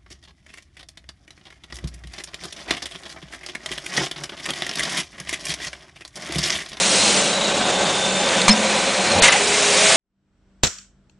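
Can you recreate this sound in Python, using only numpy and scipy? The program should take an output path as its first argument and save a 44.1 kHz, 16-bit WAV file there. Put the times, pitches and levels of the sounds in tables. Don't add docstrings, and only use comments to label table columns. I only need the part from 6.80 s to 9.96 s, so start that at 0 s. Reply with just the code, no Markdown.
import sys
import numpy as np
from scipy import signal
from scipy.fft import rfft, irfft, next_fast_len
from scipy.io import wavfile
from scipy.ndimage import uniform_filter1d, map_coordinates

SR = 44100
rng = np.random.default_rng(int(sys.argv[2]) if len(sys.argv) > 2 else 0)


def to_linear_factor(level_db):
    exponent = np.asarray(level_db, float) / 20
    return 10 ** exponent


def wav_out(sig):
    wavfile.write(sys.argv[1], SR, np.round(np.clip(np.atleast_2d(sig).T, -1, 1) * 32767).astype(np.int16))


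N = 139356
T = np.arange(N) / SR


def unit(x):
    return x / np.sqrt(np.mean(np.abs(x) ** 2) + 1e-20)


def along(points, hz):
    point_hz, value = np.transpose(points)
    return np.interp(np.log(hz + 1), np.log(point_hz + 1), value)


def curves(rows):
    s, *columns = np.transpose(rows)
    return [np.interp(T, s, column) for column in columns]


def wobble(rate):
    knots = rng.standard_normal(int(N * rate / SR) + 4)
    return map_coordinates(knots, [T * rate])


def filtered(x, response):
    m = next_fast_len(N + SR // 2)
    gain = response(np.fft.rfftfreq(m, 1 / SR))
    return irfft(rfft(x, m) * gain, m)[..., :N]


def rush(spectrum, patchy_db):
    z = signal.stft(rng.standard_normal(N), nperseg=512)[2]
    patches = uniform_filter1d(rng.standard_normal(z.shape), 5, 0)
    patches = unit(uniform_filter1d(patches, 6, 1))
    noise = signal.istft(z * to_linear_factor(patchy_db * patches), nperseg=512)[1][:N]
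    return unit(filtered(noise, lambda hz: to_linear_factor(along(spectrum, hz))))


def tone(hz):
    return np.sin(2 * np.pi * np.cumsum(hz) / SR)


def fuzzy(hz, wide_hz):
    slow = filtered(rng.standard_normal((2, N)), lambda f: 1 / (1 + (2 * f / wide_hz) ** 2))
    carrier = np.exp(2j * np.pi * np.cumsum(hz * np.ones(N)) / SR)
    return unit(np.real((slow[0] + 1j * slow[1]) * carrier))


def hits(rows, modes):
    # hz, level_db
    crack_colour = [(100, -45), (600, -12.5), (2000, 2.5), (5000, -0.5), (10000, -7)]
    ring, crack = np.zeros(N + SR), np.zeros(N + SR)
    t = T[:SR // 3]
    for s, ring_db, crack_db, crack_t60 in rows:
        here = slice(round(s * SR), round(s * SR) + len(t))
        for hz, db, t60 in modes:
            level_luck, pitch_luck = rng.standard_normal(2)
            decay = to_linear_factor(ring_db + db + 0.5 * level_luck - 60 * t / max(t60, .01))
            ring[here] += decay * np.sin(2 * np.pi * hz * (1 + 0.0029 * pitch_luck) * t)
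        crack[here] += to_linear_factor(crack_db - 60 * t / max(crack_t60, .01))
    return ring[:N] + crack[:N] * rush(crack_colour, patchy_db=1.5)


def drone():
    # hz, level_db
    gear_colour = [(22, -28), (60, -25.5), (180, -10.5), (600, -6.5), (1800, -15), (3700, -12), (5000, -19),
                   (7200, -17.5), (10300, -27.5)]
    # hz, width_hz, level_db
    frame_modes = [(189.7, 25, -36), (212.7, 12, -40.5), (534.7, 39, -33.5), (564, 42, -35.5),
                   (6720, 130, -43), (2333, 60, -48), (604.5, 46, -39), (731.6, 10, -39), (1542, 21, -39.5),
                   (821, 47, -39)]
    # time_s, effort_db
    effort = [(0, -1), (.2, 0), (1.3, 1), (1.5, 2.5), (2.2, -0.5), (2.4, 5), (2.5, -1), (2.82, -11.5),
              (2.92, 0.5), (3.16, -4)]
    effort_db, = curves(effort)
    gears = to_linear_factor(-21.5 + 0.76 * wobble(6.68) + 1.0 * wobble(60)) * rush(gear_colour, patchy_db=0.6)
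    hums = sum(to_linear_factor(db) * fuzzy(hz, wide_hz) for hz, wide_hz, db in frame_modes)
    return to_linear_factor(0.23 * effort_db) * gears + to_linear_factor(effort_db) * hums


def return_drive():
    # time_s, level_db
    groan_level = [(0, -64), (2.5, -55), (2.6, -28.5), (2.75, -28), (2.87, -23.5), (3.0, -29), (3.08, -27),
                   (3.16, -60)]
    # time_s, pitch_hz, level_db
    pickup = [
        (0, 608, -60),
        (2.85, 599.5, -51.5),
        (2.98, 620, -31.5),
        (3.08, 652, -24),
        (3.16, 658, -29),
    ]
    groan_db, = curves(groan_level)
    groan = to_linear_factor(groan_db) * to_linear_factor(1.8 * wobble(12.1)) * tone(413 + 3.6 * wobble(8))
    pickup_hz, pickup_db = curves(pickup)
    return groan + to_linear_factor(pickup_db) * fuzzy(pickup_hz, 8.8)


def whine():
    # time_s, pitch_hz, level_db, core_over_haze_db
    wire_path = [(0, 4120, -33, 0), (.15, 4120, -34, -2), (.2, 4114, -33, 7), (.27, 4114, -33, 6),
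                 (.32, 4110, -33, -3), (.48, 3990, -30.5, -8), (.74, 3830, -32, -5), (.88, 3605, -35, 2),
                 (.97, 3555, -36, 5), (1.15, 3585, -36, 5), (1.66, 3598, -35, 4.5), (1.8, 3596, -37, -2),
                 (1.83, 4020, -35, -3), (2.33, 4160, -32, -2), (2.45, 4100, -40, -6), (2.8, 3885, -36, 1),
                 (3.07, 3800, -33, -8), (3.11, 3950, -31, 1)]
    hz, db, core_db = curves(wire_path)
    haze = fuzzy(hz, 340) + to_linear_factor(-11) * fuzzy(2 * hz, 220)
    core_hz = hz + 14 * wobble(12)
    core = tone(core_hz) + .45 * fuzzy(core_hz, 60)
    return to_linear_factor(db) * (haze + to_linear_factor(core_db + 1.6 * wobble(20)) * core)


def air_jet():
    # time_s, level_db
    air_flow = [(0, -18), (.3, -17), (.47, -22), (.65, -38), (.9, -42), (1.1, -29.5), (2.2, -26),
                (2.45, -24.5), (2.75, -19.5), (3.16, -13.5)]
    # hz, level_db
    hiss_colour = [(700, -43), (1300, -15), (2500, -6.5), (4200, -7.5), (6000, -5.5), (8900, -8.5),
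                   (10300, -15.5)]
    flow_db, = curves(air_flow)
    return to_linear_factor(flow_db + 0.37 * wobble(25.05)) * rush(hiss_colour, patchy_db=0.5)


def slides():
    # time_s, level_db
    slide_load = [(0, -34), (.5, -37.5), (1.0, -51), (1.45, -27.5), (2.2, -26.5), (2.4, -27), (2.6, -26.5),
                  (2.9, -23.5), (3.16, -19.5)]
    # hz, level_db
    rub_colour = [(290, -32), (500, 4.5), (642, -1.5), (701, 5), (1360, 0.5), (2470, 6.5), (5000, -25),
                  (6500, -30), (11000, -120)]
    load_db, = curves(slide_load)
    return to_linear_factor(load_db + 0.93 * wobble(16)) * rush(rub_colour, patchy_db=1.1)


def slide_slam():
    # time_s, ring_db, crack_db, crack_t60_s
    contacts = [
        (1.6812, -8, -8.5, 0.12),
        (1.692, -13, -17, 0.06),
    ]
    # hz, level_db, t60_s
    slide_modes = [(211.7, -13.5, 1.17), (978, -8.5, 0.31), (1064, -2, 0.066), (1154, 1.5, 0.038),
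                   (1680, -11.5, .06), (2160, 0.5, 0.026), (2325, 0.5, .025), (3250, -14, 0.08),
                   (4300, -10, .04), (5930, -11, .045), (6400, -5.5, 0.058), (7400, -10, 0.09),
                   (8240, -12.5, 0.064)]
    after_s = np.clip(T - 1.6828, 0, None)
    rise = 1 - np.exp(-(after_s / 0.015) ** 2)
    thump = to_linear_factor(-0.5 - 60 * after_s / 0.17) * rise * np.sin(2 * np.pi * 211 * after_s)
    return thump + hits(contacts, slide_modes)


def cutter():
    # hz, level_db
    run_up_colour = [(40, -21), (95, 0), (300, -5), (580, 3), (900, -7), (1300, -24), (3000, -63)]
    # time_s, level_db
    skid_level = [(0, -82), (2.418, -60), (2.4205, -16), (2.424, -11), (2.433, -12), (2.46, -17),
                  (2.495, -24), (2.5, -60), (3.16, -82)]
    # hz, level_db
    skid_colour = [(700, -31), (2000, -6), (4000, 0), (7000, 0), (10300, -4.5)]
    # time_s, level_db
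    cutting_force = [(0, -81), (2.421, -61), (2.424, -17), (2.431, -16.5), (2.435, -12.5), (2.445, -10.5),
                     (2.462, -13), (2.475, -13.5), (2.495, -14.5), (2.503, -19), (2.55, -20), (2.62, -26),
                     (2.7, -70), (3.16, -80)]
    # hz, level_db
    shear_colour = [(150, -30), (800, -7), (1400, 0.5), (2500, 2.5), (4500, -5.5), (7000, -4),
                    (10300, -11.5)]
    # time_s, ring_db, crack_db, crack_t60_s
    strokes = [
        (2.4230, -26, -12, .02),
        (2.4322, -14, -14, 0.038),
        (2.444, -14, -15, 0.047),
        (2.456, -19, -19, .03),
        (2.468, -17, -17, .03),
        (2.480, -13, -16, 0.043),
        (2.5223, -14, -11, 0.04),
        (2.530, -23, -21, .05),
    ]
    # hz, level_db, t60_s
    blade_modes = [(830, -11, 0.14), (960, -6, 0.15), (1220, -9, 0.21), (1917, -12, .1),
                   (2170, -10.5, 0.077), (2432, -9, 0.09), (2655, -8.5, 0.16), (2886, -6, 0.14),
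                   (3170, -11, 0.11), (3720, -9, .1), (4350, -15, .06), (6010, -8.5, .06), (6470, -3, 0.04),
                   (7100, -3, 0.045)]
    run_up_swell = to_linear_factor(-19.5) * np.exp(-((T - 2.37) / 0.057) ** 2)
    run_up = run_up_swell * rush(run_up_colour, patchy_db=-2.5)
    skid_db, = curves(skid_level)
    skid = to_linear_factor(skid_db + 1.5 * wobble(200)) * rush(skid_colour, patchy_db=1.2)
    force_db, = curves(cutting_force)
    shear = to_linear_factor(force_db + 1.2 * wobble(150)) * rush(shear_colour, patchy_db=1.2)
    return run_up + skid + shear + hits(strokes, blade_modes)


def chatter():
    # start_s, length_s, peak_db, pitch_hz, glide_hz
    squeaks = [(1.7065, .0175, -8, 5240, 0), (1.7255, .008, -9, 5240, 0), (1.6815, .009, -10, 4145, 0),
               (1.692, .014, -11, 4190, 0), (2.316, .009, -15, 4150, 0), (2.433, .014, -8, 2060, 0),
               (2.462, .012, -13, 1950, 80), (2.482, .016, -9, 2060, -130), (2.524, .013, -11, 2050, -30),
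               (2.404, .009, -26, 4200, 0), (2.543, .022, -14, 770, 90)]
    wander_hz = 25 * wobble(150)
    out = np.zeros(N)
    for s, length_s, db, hz, glide_hz in squeaks:
        progress = np.clip((T - s) / length_s, 0, 1)
        gate = np.clip(np.minimum(T - s, s + length_s - T) / 0.0021, 0, 1)
        out += to_linear_factor(db - 4 * progress) * gate * tone(hz + wander_hz + glide_hz * progress)
    return out


def cam_ticks():
    # time_s, ring_db, crack_db, crack_t60_s
    contacts = [
        (.6445, -18, -26, 0.037),
        (1.4896, -14, -26, .04),
        (1.6168, -10.5, -21, 0.05),
        (2.273, -19, -22, .03),
    ]
    # hz, level_db, t60_s
    cam_modes = [(3850, -1.5, 0.02), (4230, -5, .025), (4790, -6, 0.031), (6330, -10, .03),
                 (9240, -16, 0.041)]
    return hits(contacts, cam_modes)


def jolts():
    # start_s, level_db, length_s
    pushes = [
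        (1.686, -22, 0.0071),
        (2.417, -25, 0.0043),
    ]
    out = np.zeros(N)
    for s, db, length_s in pushes:
        v = np.clip(T - s, 0, None) / length_s
        out += to_linear_factor(db) * v * np.exp(1 - v)
    return out


def gaps(x):
    # start_s, end_s
    thinned_spans = [
        (2.49, 2.521),
        (1.698, 1.716),
        (1.738, 1.752),
    ]
    hz, t, z = signal.stft(x, SR, nperseg=128)
    hz = hz[:, None]
    luck = np.kron(rng.random((40, len(t) // 5 + 1)), np.ones((2, 5)))[:len(hz), :len(t)]
    thinned_time = sum((t > start) & (t < end) for start, end in thinned_spans) > 0
    share = np.where(thinned_time & (hz > 5700), .55, .07)
    lost = (luck < share) & (hz > 4700)
    return signal.istft(z * np.where(lost, to_linear_factor(-30), 1), SR, nperseg=128)[1][:, :N]


def treble_drops(x):
    # start_s, end_s, above_hz, level_db
    drop_spans = [
        (2.400, 2.419, 4700, -25),
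    ]
    for start, end, above_hz, db in drop_spans:
        lost = np.clip(np.minimum(T - start, end - T) / 0.0016, 0, 1) * (1 - to_linear_factor(min(db, 0)))
        x = x - lost * filtered(x, lambda f: f > above_hz)
    return x


def splits(x):
    # time_s, centre_hz
    refills = [(0, 7400), (.23, 8300), (.39, 6300), (.51, 6300), (.83, 4700), (1.3, 6730), (1.345, 5770),
               (1.39, 6000), (1.415, 6360), (1.44, 8800), (2.365, 7700), (2.575, 6720), (2.645, 5800),
               (3.04, 4700)]
    hz, t, z = signal.stft(x, SR, nperseg=512)
    hz = hz[:, None]
    refilled = sum((abs(t - s) < .017) & (abs(hz / centre - 1) < .1) for s, centre in refills) > 0
    power = uniform_filter1d(abs(z) ** 2, size=15, axis=1)
    power = uniform_filter1d(power, size=5, axis=2)
    fresh = unit(signal.stft(rng.standard_normal(x.shape), nperseg=512)[2])
    z = np.where(refilled, np.sqrt(abs(power)) * fresh, z)
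    return signal.istft(z, nperseg=512)[1][:, :N]


def splatter():
    # start_s, level_db, length_s
    bursts = [(1.6775, -62, .002), (1.6812, -39, .0026), (1.684, -63, .005), (2.4232, -50, .001),
              (2.4352, -39, .001), (2.4438, -35, .001), (2.4485, -48, .001), (2.436, -58, .016),
              (2.452, -63, .014), (0, -50, .002), (3.1585, -40, .002)]
    # hz, level_db
    spray_colour = [(9800, -60), (10500, 0), (13000, -2), (15400, -6), (15900, -60)]
    gate = np.zeros(N)
    for s, db, length_s in bursts:
        gate += to_linear_factor(db) * np.clip(np.minimum(T - s, s + length_s - T) / .0004, 0, 1)
    return gate * rush(spray_colour, patchy_db=4)


def scene():
    machine = drone() + return_drive() + whine() + air_jet() + slides()
    blows = slide_slam() + cutter() + chatter() + cam_ticks() + jolts()
    return np.tile(machine + blows, (2, 1))


def low_pass(x):
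    return signal.sosfilt(signal.butter(12, 15830, fs=SR, output="sos"), x)


def record(dry):
    knee = 14
    x = dry / (1 + np.abs(dry / .84) ** knee) ** (1 / knee)
    x = treble_drops(gaps(x))
    x = filtered(x, lambda f: np.clip((10270 - f) / 250, 0, 1))
    mix = np.clip(splits(x) + splatter(), -.995, .995)
    return low_pass(mix)


dry = scene()
out = record(dry)
wav_out(out)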